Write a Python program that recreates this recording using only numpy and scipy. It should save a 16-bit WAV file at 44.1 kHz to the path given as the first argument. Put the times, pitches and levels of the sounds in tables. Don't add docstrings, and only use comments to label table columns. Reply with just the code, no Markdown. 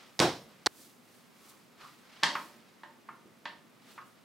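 import sys
import numpy as np
from scipy import signal
from scipy.fft import rfft, irfft, next_fast_len
from scipy.io import wavfile
from scipy.ndimage import map_coordinates

SR = 44100
rng = np.random.default_rng(int(sys.argv[2]) if len(sys.argv) > 2 else 0)


def inscribe(sig):
    pcm = np.round(np.clip(np.atleast_2d(sig).T, -1, 1) * 32767)
    wavfile.write(sys.argv[1], SR, pcm.astype(np.int16))


N = 187199

# frequency in Hz, level in dB.
BOOM_SPECTRUM = [(25, -27), (70, -27), (125, -0.5), (210, -4), (360, 3.5), (480, -3), (700, -2),
                 (1000, -4.5), (1500, -10), (3000, -18), (8000, -39.5)]


def edge_knocks(attack_s=0.0002, right_db=0.5):
    # start in seconds, level in dB, t60 in seconds, hiss and room in dB against the crack,
    # seconds until it stops dead.
    landings = [(0.1914, -24, 0.027, 1.5, -17, .8), (0.2002, -14, 0.017, -11.5, -0.5, .8),
                (0.6605, -24, 0.014, 7, -45, .0142), (0.666, -18, 0.019, -3, -43, 0.0086)]
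    # frequency in Hz, level in dB.
    crack_spectrum = [(30, -13.5), (150, 5), (400, -9), (700, 4), (1200, -5), (1900, 4), (2700, -2.5),
                      (3900, 3), (5500, -1), (7200, -4), (10000, -11.5), (16000, -31)]
    hiss_spectrum = [(100, -29), (900, 10.5), (2600, -29.5), (3600, 6), (4400, 12), (6500, 0), (9000, -15),
                     (16000, -53)]
    out = np.zeros((2, N))
    for start, db, t60, hiss_db, room_db, stop in landings:
        crack = sheet_volley(db, t60, shape(crack_spectrum), attack_s)
        hiss = sheet_volley(db + hiss_db, t60, shape(hiss_spectrum), attack_s)
        add(out, start, stopped(in_room(crack + hiss, room_db, build_s=0.011), stop))
    return out * amp([[-right_db], [right_db]])


def sheet_volley(db, t60, colour, attack_s):
    t = np.arange(SR // 4) / SR
    fade = amp(db - 60 * t / t60)
    touching = (1 - np.exp(-t / attack_s)) / (1 + (t / t60) ** 4)
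    volley = fade * rng.standard_normal(len(t))
    for _ in range(2):
        flat_spectrum = np.exp(1j * np.angle(rfft(volley)))
        volley = touching * irfft(flat_spectrum, len(t))
    volley = volley * np.linalg.norm(fade) / np.linalg.norm(volley)
    return coloured(np.pad(volley, (0, SR - len(t))), colour)


def desk_boom():
    # start in seconds, level in dB, swell, hold and t60 in seconds, ring in dB,
    # low cut in Hz, seconds until it stops dead.
    thuds = [(0.1995, -23.5, 0.0025, 0.038, 0.32, -10.5, 91, .8),
             (.667, -21, 0.002, 0.0054, 0.0063, -31, 107, 0.0064)]
    # frequency in Hz, level in dB, t60 in seconds before the thud's fade shortens it.
    desk_modes = [(147, 10.5, 0.14), (255, -22, .34), (340, 4, 0.57), (471, -8, 0.25), (528, 2, 0.35),
                  (670, -11, 0.16), (690, -8, 0.18), (940, -9, 0.26), (1060, -17, .3), (1280, 0.5, 0.4),
                  (1500, 2, 0.12)]
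    out, t = np.zeros((2, N)), np.arange(SR) / SR
    for start, db, swell, hold, t60, ring_db, low_hz, stop in thuds:
        phases = rng.uniform(0, 2 * np.pi, len(desk_modes))
        ring = sum(amp(mode_db - 60 * t / mode_t60) * np.sin(2 * np.pi * hz * t + phase)
                   for (hz, mode_db, mode_t60), phase in zip(desk_modes, phases))
        press = np.minimum(t / swell, 1)
        fade = amp(-60 * np.maximum(t - hold, 0) / t60)
        boom = fade * noise(shape(BOOM_SPECTRUM))
        thud = amp(db) * press * (boom + amp(ring_db) * np.sqrt(fade) * ring)
        add(out, start, low_cut(stopped(thud, stop), low_hz))
    return out


def flat_slaps():
    # start in seconds, level in dB, t60 in seconds, treble corner in Hz, room in dB.
    slaps = [(2.2284, -27.5, 0.041, 1360, 5), (2.2332, -13.5, 0.026, 6340, -2),
             (2.833, -40, 0.039, 1400, -1), (3.454, -31, 0.037, 2440, -1.5)]
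    # frequency in Hz, level in dB.
    slap_spectrum = [(30, -36), (100, -19.5), (170, -14.5), (260, -6.5), (380, -13), (470, -15),
                     (750, -5.5), (980, 0.5), (1350, -6.5), (1780, 5.5), (2300, -3.5), (3400, 1),
                     (4900, -0.5), (6000, -6.5), (10000, -14), (16000, -23)]
    return struck_stack(slaps, slap_spectrum, ring_db=3.5)


def fingertip_taps():
    # start in seconds, level in dB, t60 in seconds, treble corner in Hz, room in dB.
    taps = [(2.3518, -26, 0.085, 2860, -7.5), (3.087, -38.5, 0.075, 1640, -4),
            (3.978, -38.5, 0.065, 2050, -3)]
    # frequency in Hz, level in dB.
    tap_spectrum = [(30, -50), (210, -11), (480, -20.5), (720, -10), (980, 1), (1220, 6.5), (1550, -0.5),
                    (2200, -3), (2900, -9), (5000, -16), (16000, -15)]
    return struck_stack(taps, tap_spectrum, ring_db=0)


def struck_stack(blows, spectrum, ring_db, attack_s=0.0005):
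    # centre in Hz, half-width in Hz, level in dB.
    resonances = [(341.6, 18, 0), (590, 5.1, 10.5), (922, 39, 1), (1113, 41, -0.5), (1697, 23, -11),
                  (1800, 27, -18.5), (3400, 85, -16.5)]
    # delay in seconds, level in dB.
    reflections = [(.0056, -12)]

    def body(hz):
        peaks = sum(amp(db + ring_db) / (1 + ((hz - centre) / width) ** 2)
                    for centre, width, db in resonances)
        return shape(spectrum)(hz) * (1 + peaks)

    out = np.zeros((2, N))
    for start, db, t60, corner_hz, room_db in blows:
        colour = lambda hz: body(hz) / np.sqrt(1 + (hz / corner_hz) ** 4)
        hit = sheet_volley(db, t60, colour, attack_s)
        echo = sum(amp(echo_db) * np.pad(hit, (round(delay * SR), 0))[:SR]
                   for delay, echo_db in reflections)
        add(out, start, in_room(hit + echo, room_db))
    return out


def sheet_swish(grain_db=0.5):
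    # fastest moment in seconds, level in dB, rise and fall in seconds.
    brushes = [(.3, -61, 0.33, 0.35), (.82, -55.5, 0.19, 0.18), (1.16, -65, 0.29, .22),
               (1.46, -61.5, 0.19, 0.3), (1.497, -55.5, .025, 0.043), (1.85, -64.5, .1, 0.43),
               (2.4, -56, .16, 0.22), (3.92, -62, 0.12, 0.12), (4.07, -67, 0.06, 0.13)]
    # frequency in Hz, level in dB.
    swish_spectrum = [(60, -15), (300, 6), (1500, -18), (4000, -3.5), (8000, -4), (13000, -6.5),
                      (16000, -8.5)]
    friction = noise(shape(swish_spectrum), size=N) * amp(grain_db * wobble(180))
    return strokes(brushes, rest_db=-71.0) * unit(friction)


def stack_slide(grain_db=1.26):
    # fastest moment in seconds, level in dB, rise and fall in seconds.
    slides = [(.01, -55.5, 0.16, 0.18), (.52, -65.5, 0.9, 0.51), (1.13, -68, 0.15, 0.35),
              (1.47, -64, 0.27, 0.32), (1.82, -54, .055, 0.18), (2.22, -56, 0.36, 0.67),
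              (3.905, -60, 0.17, 0.23), (4.18, -68, 0.056, 0.069)]
    # frequency in Hz, level in dB.
    slide_spectrum = [(200, -9.5), (700, -3.5), (1200, -1), (1900, -1.5), (3000, -3), (5000, -6.5),
                      (7000, -15.5), (16000, -30)]
    friction = noise(shape(slide_spectrum), size=N) * amp(grain_db * wobble(90))
    return strokes(slides, rest_db=-70.5) * unit(friction)


def fingertip_drag(centre_hz=1200, width_hz=380):
    # fastest moment in seconds, level in dB, rise and fall in seconds.
    drags = [(1.47, -65, 0.13, 0.16), (1.838, -52, 0.055, 0.11)]
    friction = noise(lambda hz: 1 / (1 + ((hz - centre_hz) / width_hz) ** 2) ** 2, size=N)
    return strokes(drags, rest_db=-74.5) * friction


def strokes(rows, rest_db, drop_db=20, roundness=1.32):
    t = np.arange(N) / SR
    power = amp(rest_db) ** 2
    for fastest, db, rise, fall in rows:
        away = np.maximum((fastest - t) / rise, (t - fastest) / fall)
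        power = power + amp(db - drop_db * away ** roundness) ** 2
    return np.sqrt(power)


def hand_bumps(t60=0.34, attack_s=0.005, corner_hz=450):
    # start in seconds, level in dB.
    bumps = [(3.1, -58), (3.251, -56.5), (3.99, -61)]
    out, t = np.zeros((2, N)), np.arange(SR) / SR
    muffled = lambda hz: shape(BOOM_SPECTRUM)(hz) / (1 + (hz / corner_hz) ** 4)
    for start, db in bumps:
        envelope = amp(db - 60 * t / t60) * np.minimum(t / attack_s, 1)
        add(out, start, envelope * noise(muffled))
    return out


def in_room(x, room_db, build_s=0.0059):
    # frequency in Hz, t60 in seconds.
    decay_times = [(100, 0.39), (300, 1), (800, 0.36), (2000, 0.34), (5000, 0.38), (13000, 0.27)]
    hz, t, spectra = signal.stft(noise(np.ones_like), SR, nperseg=256)
    decay = amp(-60 * t / along(decay_times, hz)[:, None])
    tail = signal.istft(spectra * decay, SR, nperseg=256)[1][:, :SR]
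    tail *= 1 - np.exp(-(np.arange(SR) / SR / build_s) ** 2)
    tail /= np.linalg.norm(tail[0])
    return x + amp(room_db) * signal.fftconvolve(x[None], tail, axes=1)[:, :SR]


def room_tone(level_db=-62):
    # frequency in Hz, level in dB.
    murmur_spectrum = [(15, -75), (25, -51), (59, -29), (116, -7), (137, -4.5), (200, -0.5), (241, 3.5),
                       (261, 0), (291, -4.5), (324, -5.5), (352, -5), (929, -12), (1180, -15),
                       (2150, -15.5), (15800, -48.5)]
    # frequency in Hz, side against middle in dB.
    murmur_width = [(60, -1), (240, -5.5), (950, -2.5), (3770, -4), (15000, -25)]
    return amp(level_db) * noise(shape(murmur_spectrum), size=N, width=murmur_width)


def noise(colour, size=SR, width=None):
    # frequency in Hz, side against middle in dB.
    close_width = [(100, -23), (300, -22), (700, -13), (2000, -8), (8000, -7)]
    padded = next_fast_len(size)
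    hz = np.fft.rfftfreq(padded, 1 / SR)
    mid, side = rfft(rng.standard_normal((2, padded))) * colour(hz)
    side = side * shape(close_width if width is None else width)(hz)
    return unit(irfft([mid + side, mid - side], padded)[:, :size])


def coloured(x, colour):
    size = 2 * SR
    gain = unit(colour(np.fft.rfftfreq(size, 1 / SR)))
    cepstrum = irfft(np.log(np.maximum(gain, 1e-6)))
    cepstrum[1:SR] *= 2
    cepstrum[SR + 1:] = 0
    return irfft(rfft(x, size) * np.exp(rfft(cepstrum)))[:len(x)]


def stopped(sound, after_s, release_s=0.00078):
    t = np.arange(sound.shape[-1]) / SR
    return sound * (1 - np.tanh((t - after_s) / release_s)) / 2


def low_cut(x, hz):
    return signal.sosfilt(signal.butter(2, hz, "high", fs=SR, output="sos"), x)


def wobble(rate):
    knots = rng.standard_normal(int(N * rate / SR) + 4)
    return map_coordinates(knots, [np.arange(N) * rate / SR])


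def shape(points):
    return lambda hz: amp(along(points, hz))


def along(points, hz):
    point_hz, values = np.transpose(points)
    return np.interp(np.log(hz + 1), np.log(point_hz + 1), values)


def amp(db):
    return 10 ** (np.asarray(db) / 20)


def unit(x):
    return x / np.sqrt(np.mean(x ** 2) + 1e-20)


def add(track, start_s, sound):
    part = track[:, round(start_s * SR):][:, :sound.shape[1]]
    part += sound[:, :part.shape[1]]


def scene(right_db=0.44):
    blows = edge_knocks() + desk_boom() + hand_bumps() + flat_slaps() + fingertip_taps()
    rubbing = sheet_swish() + stack_slide() + fingertip_drag()
    return (blows + rubbing + room_tone()) * amp([[-right_db], [right_db]])


def record(dry, low_cut_hz=50, top_hz=15850):
    thinned = low_cut(dry, low_cut_hz)
    padded = next_fast_len(N + SR // 2)
    in_band = np.fft.rfftfreq(padded, 1 / SR) < top_hz
    return irfft(rfft(thinned, padded) * in_band, padded)[:, :N]


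dry = scene()
out = record(dry)
inscribe(out)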